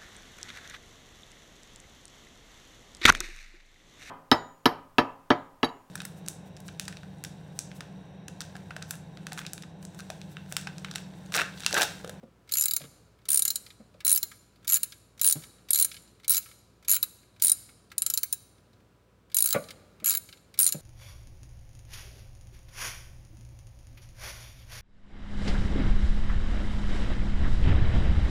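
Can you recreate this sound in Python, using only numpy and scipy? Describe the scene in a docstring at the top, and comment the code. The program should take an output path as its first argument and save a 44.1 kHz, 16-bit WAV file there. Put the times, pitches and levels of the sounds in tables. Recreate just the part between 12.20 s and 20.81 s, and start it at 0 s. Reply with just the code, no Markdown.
"""A socket ratchet is swung to and fro in an open engine bay. A soft bump of the handle on the bodywork opens the
scene; then slack in the socket ticks and the pawl snaps over the gear teeth in bursts, ringing modes of the head.
After 5.7 s one burst goes slowly, faint ticks follow, and the bursts return around the strongest bump near 7.3 s.
Noise and decaying modes make each contact; a short and a long diffuse tail answer it.
Far traffic, as shaped noise, and a faint whine of unsteady sines lie under it all."""
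import sys
import numpy as np
from scipy import signal
from scipy.fft import rfft, irfft, next_fast_len
from scipy.io import wavfile
from scipy.ndimage import map_coordinates

SR = 44100
rng = np.random.default_rng(int(sys.argv[2]) if len(sys.argv) > 2 else 0)


def log_audio(samples):
    """Write samples as a 16-bit WAV file to the path given in sys.argv[1]."""
    # one column per channel
    frames = np.atleast_2d(samples).T
    # limit to full scale, then quantise
    limited = np.clip(frames, -1, 1)
    pcm = np.round(limited * 32767).astype(np.int16)
    wavfile.write(sys.argv[1], SR, pcm)


N = 379701

# snaps of the pawl, one per tooth: start_s, blow_db (relative)
SNAPS = [(0.3209, -21.5), (0.3377, -18), (0.3533, -23.5), (0.3704, -20.5), (0.3832, -20.5), (0.3961, -25),
         (0.4097, -22), (0.4222, -21), (0.4378, -20.5), (0.4568, -20), (0.4826, -23), (0.51, -22.5),
         (0.5356, -22.0), (0.5641, -19), (1.0888, -22.5), (1.1037, -19), (1.1169, -18.5), (1.1302, -18.5),
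         (1.144, -16), (1.1579, -20.0), (1.1737, -16), (1.1932, -18), (1.2217, -18.5), (1.252, -17.0),
         (1.2786, -19), (1.304, -19.0), (1.357, -21.0), (1.8492, -20.0), (1.8658, -19.0), (1.8788, -16.5),
         (1.8944, -20), (1.9047, -20), (1.916, -19.5), (1.9269, -21.5), (1.938, -25), (1.9482, -21.5),
         (1.9601, -19.5), (1.9752, -19.5), (2.0295, -19.5), (2.478, -19.5), (2.4908, -23.5),
         (2.4985, -19.5), (2.51, -23.5), (2.522, -20), (2.5316, -19.0), (2.5417, -18.5), (2.5495, -21.5),
         (2.5582, -22.5), (2.5687, -23.5), (2.632, -21), (3.0142, -19.5), (3.032, -25.5), (3.0445, -17),
         (3.0546, -21), (3.064, -20), (3.0747, -16.5), (3.0857, -20.5), (3.0972, -18), (3.11, -18.5),
         (3.1247, -16), (3.5063, -18.5), (3.532, -15.5), (3.546, -17.5), (3.5576, -18.5), (3.5753, -22),
         (3.5873, -18.5), (3.5985, -15), (3.6112, -18), (3.6245, -17.5), (3.6466, -18), (4.0802, -20.5),
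         (4.0954, -21.5), (4.1054, -19.5), (4.1173, -20), (4.1255, -21.5), (4.136, -23), (4.1453, -18.5),
         (4.1562, -23), (4.1676, -19.0), (4.1778, -17.5), (4.6827, -20.5), (4.6947, -20.5), (4.7044, -21.0),
         (4.7141, -20), (4.724, -21), (4.7336, -20), (4.7433, -20.5), (4.753, -24), (4.7632, -23.0),
         (4.8288, -18), (5.222, -16.5), (5.2364, -21.5), (5.2466, -17), (5.2574, -21.0), (5.2687, -18.5),
         (5.2813, -18.5), (5.296, -16), (5.3174, -15.5), (5.781, -18), (5.8202, -18.5), (5.8636, -17.5),
         (5.9005, -18), (5.9379, -19.5), (5.9747, -18.0), (6.0325, -18.5), (6.127, -20), (7.1448, -19.5),
         (7.1675, -16), (7.1859, -17.5), (7.205, -21.5), (7.2233, -20.0), (7.241, -22.5), (7.2582, -17.5),
         (7.2733, -23.5), (7.2885, -22.5), (7.3059, -18.5), (7.3271, -15), (7.844, -24), (7.859, -19.5),
         (7.869, -22), (7.8776, -19), (7.8873, -24.5), (7.8956, -21), (7.906, -19.5), (7.915, -25),
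         (7.9261, -24.5), (7.9376, -27), (7.9501, -21.5), (7.9723, -23.5), (8.3898, -16), (8.4004, -18.5),
         (8.4109, -21), (8.4205, -22.5), (8.4296, -18.5), (8.4424, -21.5), (8.4538, -22), (8.4646, -14),
         (8.476, -19.5), (8.489, -21.5), (8.5235, -19.5)]
# modes of the steel head: family (0 low to 4 high), frequency_hz, level_db (relative), t60_s
HEAD_MODES = [(0, 3890, -6.5, 0.039), (0, 4158, -4, 0.032), (0, 4440, -5.5, 0.015), (0, 4668, -6.5, .02),
              (0, 5126, -6.5, 0.014), (0, 5530, -9, 0.017), (1, 6080, -16.5, 0.045), (1, 6550, -10, .03),
              (1, 7064, -4, 0.054), (1, 7250, -3.5, 0.038), (2, 9317, 2.5, 0.018), (2, 9564, 0, 0.026),
              (2, 9870, -7, 0.01), (2, 9980, -6.5, 0.026), (3, 11370, 2, 0.039), (3, 11640, -1, 0.023),
              (4, 15480, -2.5, 0.037), (4, 15720, 3, 0.06)]
# modes of the socket: frequency_hz, width_hz, level_db (relative)
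SOCKET_MODES = [(1330, 130, 0), (1649, 80, 1), (2217, 300, 0.5), (3016, 330, -1.5), (3710, 580, 1),
                (5200, 1300, -7)]


def pawl():
    """Impact excitation: each snap cracks, rebounds once, knocks the socket and rings decaying modes of the head."""
    # broad snap of steel on steel: frequency_hz, density_db (relative, per Hz)
    snap_spectrum = [(500, -30.5), (1000, -37), (2500, -26.5), (3500, -12.5), (6000, -8.5), (8500, -2),
                     (10700, -2), (13500, -5), (15000, -11), (17000, -5.5)]
    # colour of each place round the head: tooth, level_db of the five mode families low to high, knock_db
    places = [(0, -13.5, -9.5, -20.5, -8.5, -8.5, -24.5), (3, -18.0, -8.5, -18.5, -1.5, -13, -20),
              (6, -19, -2.5, -2, 2.5, -14.5, -22.5), (9.1, -10, -8.5, -6.5, -11.0, -7.5, -20.5),
              (11.6, -11.5, -11.0, -10.5, -3.0, -6, -19), (15.5, -22.5, -18, 1.5, -8, -10, -29),
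              (18.7, -18, -16.5, -1.0, -21, -16, -27), (21.7, -17.5, -13, 0, -6, -21, -28.5),
              (24, -12.0, -9.5, -17.5, -7.5, -13.5, -25), (27.8, -13.5, -11, -4.5, -8.5, -4, -25.0),
              (31.3, -16.5, -13, -3.5, -5.5, -15, -25.5), (32.76, -17.0, -15.5, 7.5, -0.5, -3, -25),
              (35.9, -14, -15, -12.5, -6, -7, -25.5)]
    # sent all round the bay by the five mode families and the socket knock: level_db
    spread = [-13.5, -11.5, -6.5, -8.5, -16, -20.5]
    round_teeth = 38.5  # teeth after which the colour of the places repeats
    tooth_db = 2.5  # chance departure of each tooth from its place's colour, standard deviation

    snaps = np.array(SNAPS)
    t = np.arange(SR // 12) / SR
    n = len(snaps)

    # every mode takes a fresh strength, detuning and phase at each snap
    chance = rng.standard_normal((n, len(HEAD_MODES), 3))
    settle = 0.82 + 0.29 * np.exp(-(t / 0.0017) ** 3)  # the seating pawl soon damps part of the ring
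    ring = np.zeros((5, n, len(t)))
    for k, (family, hz, db, t60) in enumerate(HEAD_MODES):
        level, detune, turn = chance[:, k].T[..., None]
        swing = np.sin(2 * np.pi * (hz * (1 + 0.0035 * detune) * t + turn))
        strength = amp(db + 4.5 * level)
        ring[round(family)] += strength * settle * fade(t, t60, 0.00029) * swing

    knots = rng.standard_normal((n, 24))  # no two teeth snap in the same colour

    def snap_response(hz):
        place = np.sqrt(hz / hz[-1])
        colour = np.array([np.interp(place, np.linspace(0, 1, num=24), row) for row in knots])
        return amp(along(snap_spectrum, hz) + 4.0 * colour)

    noise = unit(filtered(rng.standard_normal((n, len(t))), snap_response))
    from_rebound = np.abs(t - 0.0035 - 0.0006 * rng.standard_normal((n, 1)))  # s from the rebound onto the tooth
    crack = noise * (fade(t, 0.019, 0.0012) + 0.2 * np.exp(-from_rebound / 0.00043))

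    puff = rng.standard_normal((n, len(t))) * fade(t, 0.025, 0.0012)
    knock = filtered(puff, resonances(SOCKET_MODES[:4]))
    parts = np.array([levelled(part, count=300) for part in (*ring, knock)])

    # the pawl walks round the head tooth by tooth
    tooth, *levels = np.transpose(places)
    facing = amp([np.interp(np.arange(n), tooth, db, period=round_teeth) for db in levels])[..., None]
    facing = facing * amp(tooth_db * rng.standard_normal((n, 6)).T[..., None])
    around = amp(spread)[:, None, None]

    def blows(shares):
        ringing = amp(-2.5) * (shares * parts).sum(axis=0)
        return placed(snaps[:, 0], amp(snaps[:, 1, None]) * (ringing + amp(3.5) * crack))

    return blows(facing), blows(around)


def handle_ring(around):
    """Narrow resonance: lightly damped modes linger after each snap."""
    # lingering modes: frequency_hz, width_hz, level_db
    handle_modes = [(3890, 7.6, -7.5), (4130, 14, -9), (7080, 18, -8.5), (9480, 25, -3.5), (11560, 22, -6),
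                    (15710, 22, -8.5)]
    return filtered(around, resonances(handle_modes))


def ticks():
    """Light impacts: noise puffs excite socket modes near their pitch, and a bright share stirs the head."""
    # slack taps of socket and extension: start_s, level_db (relative), pitch_hz
    taps = np.array([(.2748, -48, 1580), (.2914, -35, 4000), (.3126, -36, 4100), (.5977, -40, 4380),
                     (.6145, -33.5, 3830), (.6377, -39.5, 4170), (.6494, -40.5, 1700), (.987, -53.5, 1330),
                     (1.0156, -55.5, 1280), (1.0535, -39, 2310), (1.0853, -26, 5300), (1.4631, -34.5, 4130),
                     (1.5028, -35.5, 3865), (1.7404, -52, 3230), (1.8038, -33.5, 2360), (2.1146, -34, 1300),
                     (2.358, -51.5, 4310), (2.4274, -51.5, 1322), (2.4453, -40.5, 1334),
                     (2.4717, -37.5, 4930), (2.7212, -32.5, 3750), (2.9764, -45, 1658), (2.9941, -34, 5150),
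                     (3.1911, -44.5, 4130), (3.2211, -41, 1305), (3.236, -35, 1303), (3.3822, -51.5, 1330),
                     (3.486, -34, 4130), (3.5024, -35, 4140), (3.7145, -28.5, 4130), (3.7417, -33.5, 3830),
                     (3.7648, -33.5, 4700), (3.8751, -49.5, 5660), (3.998, -46.5, 1732),
                     (4.0325, -44, 2370), (4.0442, -33.5, 4130), (4.2265, -43, 5460), (4.2583, -38, 1330),
                     (4.2887, -47, 1340), (4.3126, -40, 1670), (4.6254, -46.5, 1283), (4.6473, -41, 3760),
                     (4.6774, -39, 3780), (5.03, -51.5, 1340), (5.1623, -48, 1340), (5.1976, -38, 4030),
                     (5.2167, -35.5, 4210), (5.489, -42, 1310), (5.7015, -49, 5480), (5.7159, -32, 1335),
                     (6.3809, -54, 3970), (6.5306, -52, 3910), (6.6024, -57, 1610), (7.0983, -48.5, 1622),
                     (7.1164, -40, 4020), (7.438, -39, 3830), (7.4857, -32.5, 3820), (7.5056, -29.5, 3140),
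                     (7.7998, -41.5, 1340), (8.088, -37, 2760), (8.1259, -33, 3510), (8.172, -48, 3860),
                     (8.3404, -36.5, 4200), (8.3754, -35.5, 4410)])
    loose_db, loaded_db = -21.5, -9  # mean bright share, far from a snap and just before one
    loading_s = 0.027  # time constant as the pawl spring loads before a snap

    t = np.arange(SR // 20) / SR
    snap_times = np.r_[np.array(SNAPS)[:, 0], np.inf]
    wait = snap_times[np.searchsorted(snap_times, taps[:, 0])] - taps[:, 0]
    bright_db = loose_db + (loaded_db - loose_db) * np.exp(-wait / loading_s)
    bright_db = bright_db + 3 * rng.standard_normal(len(taps))

    puff = rng.standard_normal((len(taps), 2, len(t))) * fade(t, 0.041, 0.00091)
    head = resonances([(hz, 250, db) for family, hz, db, t60 in HEAD_MODES if family])
    socket = resonances(SOCKET_MODES)

    def near_pitch(f):
        octaves = np.log2((f + 1) / taps[:, 2, None])
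        return amp(-2.5 * octaves ** 2) * socket(f)

    def bright(f):
        falling = amp(-6 * np.log2((f + 1) / 5500)) * (f > 4500)  # 6 dB per octave
        return falling + amp(-6.0) * head(f)

    dull = levelled(filtered(puff[:, 0], near_pitch), count=400)
    sharp = levelled(filtered(puff[:, 1], bright), count=400)
    mix = amp(-14.5) * dull + amp(bright_db[:, None]) * sharp
    return placed(taps[:, 0], amp(taps[:, 1, None]) * mix)


def bumps():
    """Forced vibration: a rough, soft contact drives the panel, then a faint rattle; deep modes answer last."""
    # contacts with the bodywork: start_s, deep_db, low_db, middle_db, high_db, contact_s
    contacts = np.array([(0.025, -57, -53.5, -53, -78, 0.013), (.6, -50.5, -59, -52, -63.5, 0.012),
                         (.634, -51, -60.5, -58, -62.5, 0.0095), (1.595, -71.5, -54.5, -58.5, -74.5, 0.014),
                         (1.739, -76, -79, -58.5, -75, 0.01), (1.907, -65, -62, -63, -65.5, 0.0075),
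                         (2.025, -67, -59, -62.5, -75, 0.008), (3.148, -40.5, -46.5, -59.5, -76.5, .02),
                         (5.237, -72.5, -55.5, -57.5, -67, 0.013), (7.34, -34.5, -41.5, -28, -34, 0.029),
                         (7.814, -65, -53.5, -58.5, -64, 0.019), (8.538, -39.5, -47.5, -46.5, -63, 0.012)])
    # modes of the panel: group (0 deep to 3 high), frequency_hz, width_hz, level_db (relative)
    panel_modes = [(0, 150, 25, 0), (1, 215, 45, 0), (1, 340, 90, -10), (2, 450, 30, 0), (2, 530, 55, 0),
                   (2, 605, 60, -2), (2, 780, 140, -14), (3, 1170, 90, 0), (3, 1450, 170, -5),
                   (3, 1700, 170, -7), (3, 2250, 350, -6)]

    t = np.arange(SR // 2) / SR
    out = np.zeros(N)
    for group, lag_s in enumerate([0.0065, 0.003, 0.0014, 0.0011]):
        u = t / np.clip(contacts[:, 5, None], 0.002, 1)  # time in contact lengths
        contact = (1 - np.exp(-t / 0.0016)) * np.exp(-u ** 3)
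        rattle = 0.06 * fade(t, 0.72, 0.012)
        push = rng.standard_normal(u.shape) * (contact + rattle)
        body = resonances([mode[1:] for mode in panel_modes if round(mode[0]) == group])
        # little is radiated below 90 Hz
        answer = filtered(push, lambda f: body(f) * f ** 2 / (f ** 2 + 90 ** 2))
        level = amp(contacts[:, 1 + group, None])
        out += placed(contacts[:, 0] + lag_s, level * levelled(answer, count=1300))
    return out


def bracket_ring(knocks):
    """High-Q resonance: the bumps leave a thin ring behind."""
    # ringing mode: frequency_hz, width_hz, level_db
    bracket_modes = [(1190, 2.5, 6)]
    return filtered(knocks, resonances(bracket_modes))


def near_tail(x):
    """Short reverberation: the treble and middle die away within a fraction of a second."""
    # decay of the near tail: frequency_hz, t60_s
    bay_decay = [(1000, 0.19), (4000, 0.053), (9000, 0.05), (15000, 0.057)]
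    return amp(-11.5) * tail(x, bay_decay, 0.004)


def far_tail(x):
    """Long reverberation: a later, weaker tail in which the treble dies first."""
    # decay of the far tail: frequency_hz, t60_s
    yard_decay = [(500, 1), (4000, 1), (9000, 0.64), (15000, 0.4)]
    return amp(-24.5) * tail(x, yard_decay, 0.014)


def outdoors():
    """Broadband and tonal noise: far traffic swells slowly over a few unsteady motor lines."""
    # traffic spectrum: frequency_hz, density_db (relative, per Hz)
    traffic_spectrum = [(18, -30), (42, -23), (98, -0.5), (130, -12.5), (164, -5), (241, -10.5),
                        (521, -13.5), (577, -16), (1020, -24.5), (1280, -20), (2040, -29), (2310, -28),
                        (14000, -43)]
    # course of the traffic before its random wobble: time_s, level_db
    swell = [(0.0, -61.5), (2.01, -62.5), (2.13, -63), (3.0, -63), (3.19, -61), (4.56, -63.5), (5.18, -63),
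             (5.28, -61.5), (7.31, -64.5), (7.5, -57.5), (8.22, -61), (8.61, -58.5)]
    # motor lines: frequency_hz, level_db (relative)
    whine = [(58, -74.5), (118, -74.5), (991, -86.5), (1112, -92)]

    s, db = np.transpose(swell)
    t = np.arange(N) / SR
    rush = unit(filtered(rng.standard_normal(N), lambda hz: amp(along(traffic_spectrum, hz))))
    lines = np.zeros(N)
    for hz, level in whine:
        strength = amp(level + 7.5 + 0.71 * wobble(6.1))
        lines += strength * np.sin(2 * np.pi * hz * t + 1.4 * wobble(2.8))
    return amp(np.interp(t, s, db) + 0.84 * wobble(5.2)) * rush + lines


def tail(x, decays, gap):
    """Diffuse echoes after a gap (s): each stretch of sound meets a new pattern, as the wrench moves."""
    out, step = np.zeros(N + 2 * SR), SR // 8
    for start in range(0, N, step):
        hz, t, z = signal.stft(rng.standard_normal(SR * 3 // 4), SR, nperseg=256)
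        decay = amp(-60 * t / along(decays, hz)[:, None])
        echo = signal.istft(z * decay, SR, nperseg=256)[1]
        wet = signal.fftconvolve(x[start:start + step], echo / np.linalg.norm(echo))
        out[start + round(gap * SR):][:len(wet)] += wet
    return out[:N]


def resonances(modes):
    """Modal superposition: the causal response of (Hz, width Hz, dB) modes with alternating signs."""
    def response(f):
        total = 0
        for k, (centre, width, db) in enumerate(modes):
            damping = 1j * f * width
            total = total + (-1) ** k * amp(db) * damping / (centre * centre - f * f + damping)
        return total

    return response


def fade(t, t60, attack):
    """Damped envelope: a quick rise (time constant in s) and an exponential fall of 60 dB in t60 (s)."""
    return amp(-60 * t / t60) * (1 - np.exp(-t / attack))


def filtered(x, response):
    """Linear filtering: the spectrum of x times a response of frequency, along the last axis."""
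    n = x.shape[-1]
    m = next_fast_len(n + 8192)  # padding leaves room for ringing
    return irfft(rfft(x, m) * response(np.fft.rfftfreq(m, 1 / SR)), m)[..., :n]


def placed(times, sounds):
    """Superposition in time: each row of sounds is added at its time (s)."""
    at = np.round(times * SR).astype(int)[:, None] + np.arange(sounds.shape[1])
    return np.bincount(at.ravel(), sounds.ravel(), N + SR)[:N]


def levelled(rows, count):
    """Onset normalisation: each row is scaled to rms 1 over its first count samples."""
    return rows / np.sqrt(np.mean(rows[:, :count] ** 2, axis=1, keepdims=True))


def wobble(rate):
    """Slow random modulation: a smooth curve through rate random knots a second."""
    return map_coordinates(rng.standard_normal(int(N * rate / SR) + 4), [np.arange(N) * rate / SR])


def along(points, hz):
    """Logarithmic frequency scale: (Hz, value) points are interpolated on a log axis."""
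    f, v = np.transpose(points)
    return np.interp(np.log(hz + 1), np.log(f + 1), v)


def amp(db):
    """Level to amplitude: 20 dB is a factor of ten."""
    return 10 ** (np.asarray(db) / 20)


def unit(x):
    """Power normalisation: the whole array is scaled to rms 1."""
    return x / np.sqrt(np.mean(x ** 2) + 1e-20)


def scene():
    """Superposition: direct sounds, their two tails and the outdoor background add."""
    direct, around = pawl()
    knocks = bumps()
    rest = ticks() + knocks + bracket_ring(knocks) + handle_ring(around)
    near = near_tail(direct + rest)
    far = far_tail(around + 0.52 * direct + rest)  # far echoes mix every direction: a steadier colour
    return (direct + rest + near + far + outdoors())[None]


def record(dry):
    """Saturation and band limiting: the input stage rounds off the loudest snaps and cuts the top treble."""
    top_hz = 15900
    rounded = dry / (1 + np.abs(dry / 0.52) ** 4) ** (1 / 4)
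    return filtered(rounded, lambda hz: 1 / (1 + np.exp(np.clip((hz - top_hz) / 30, -50, 50))))


dry = scene()
out = record(dry)
log_audio(out)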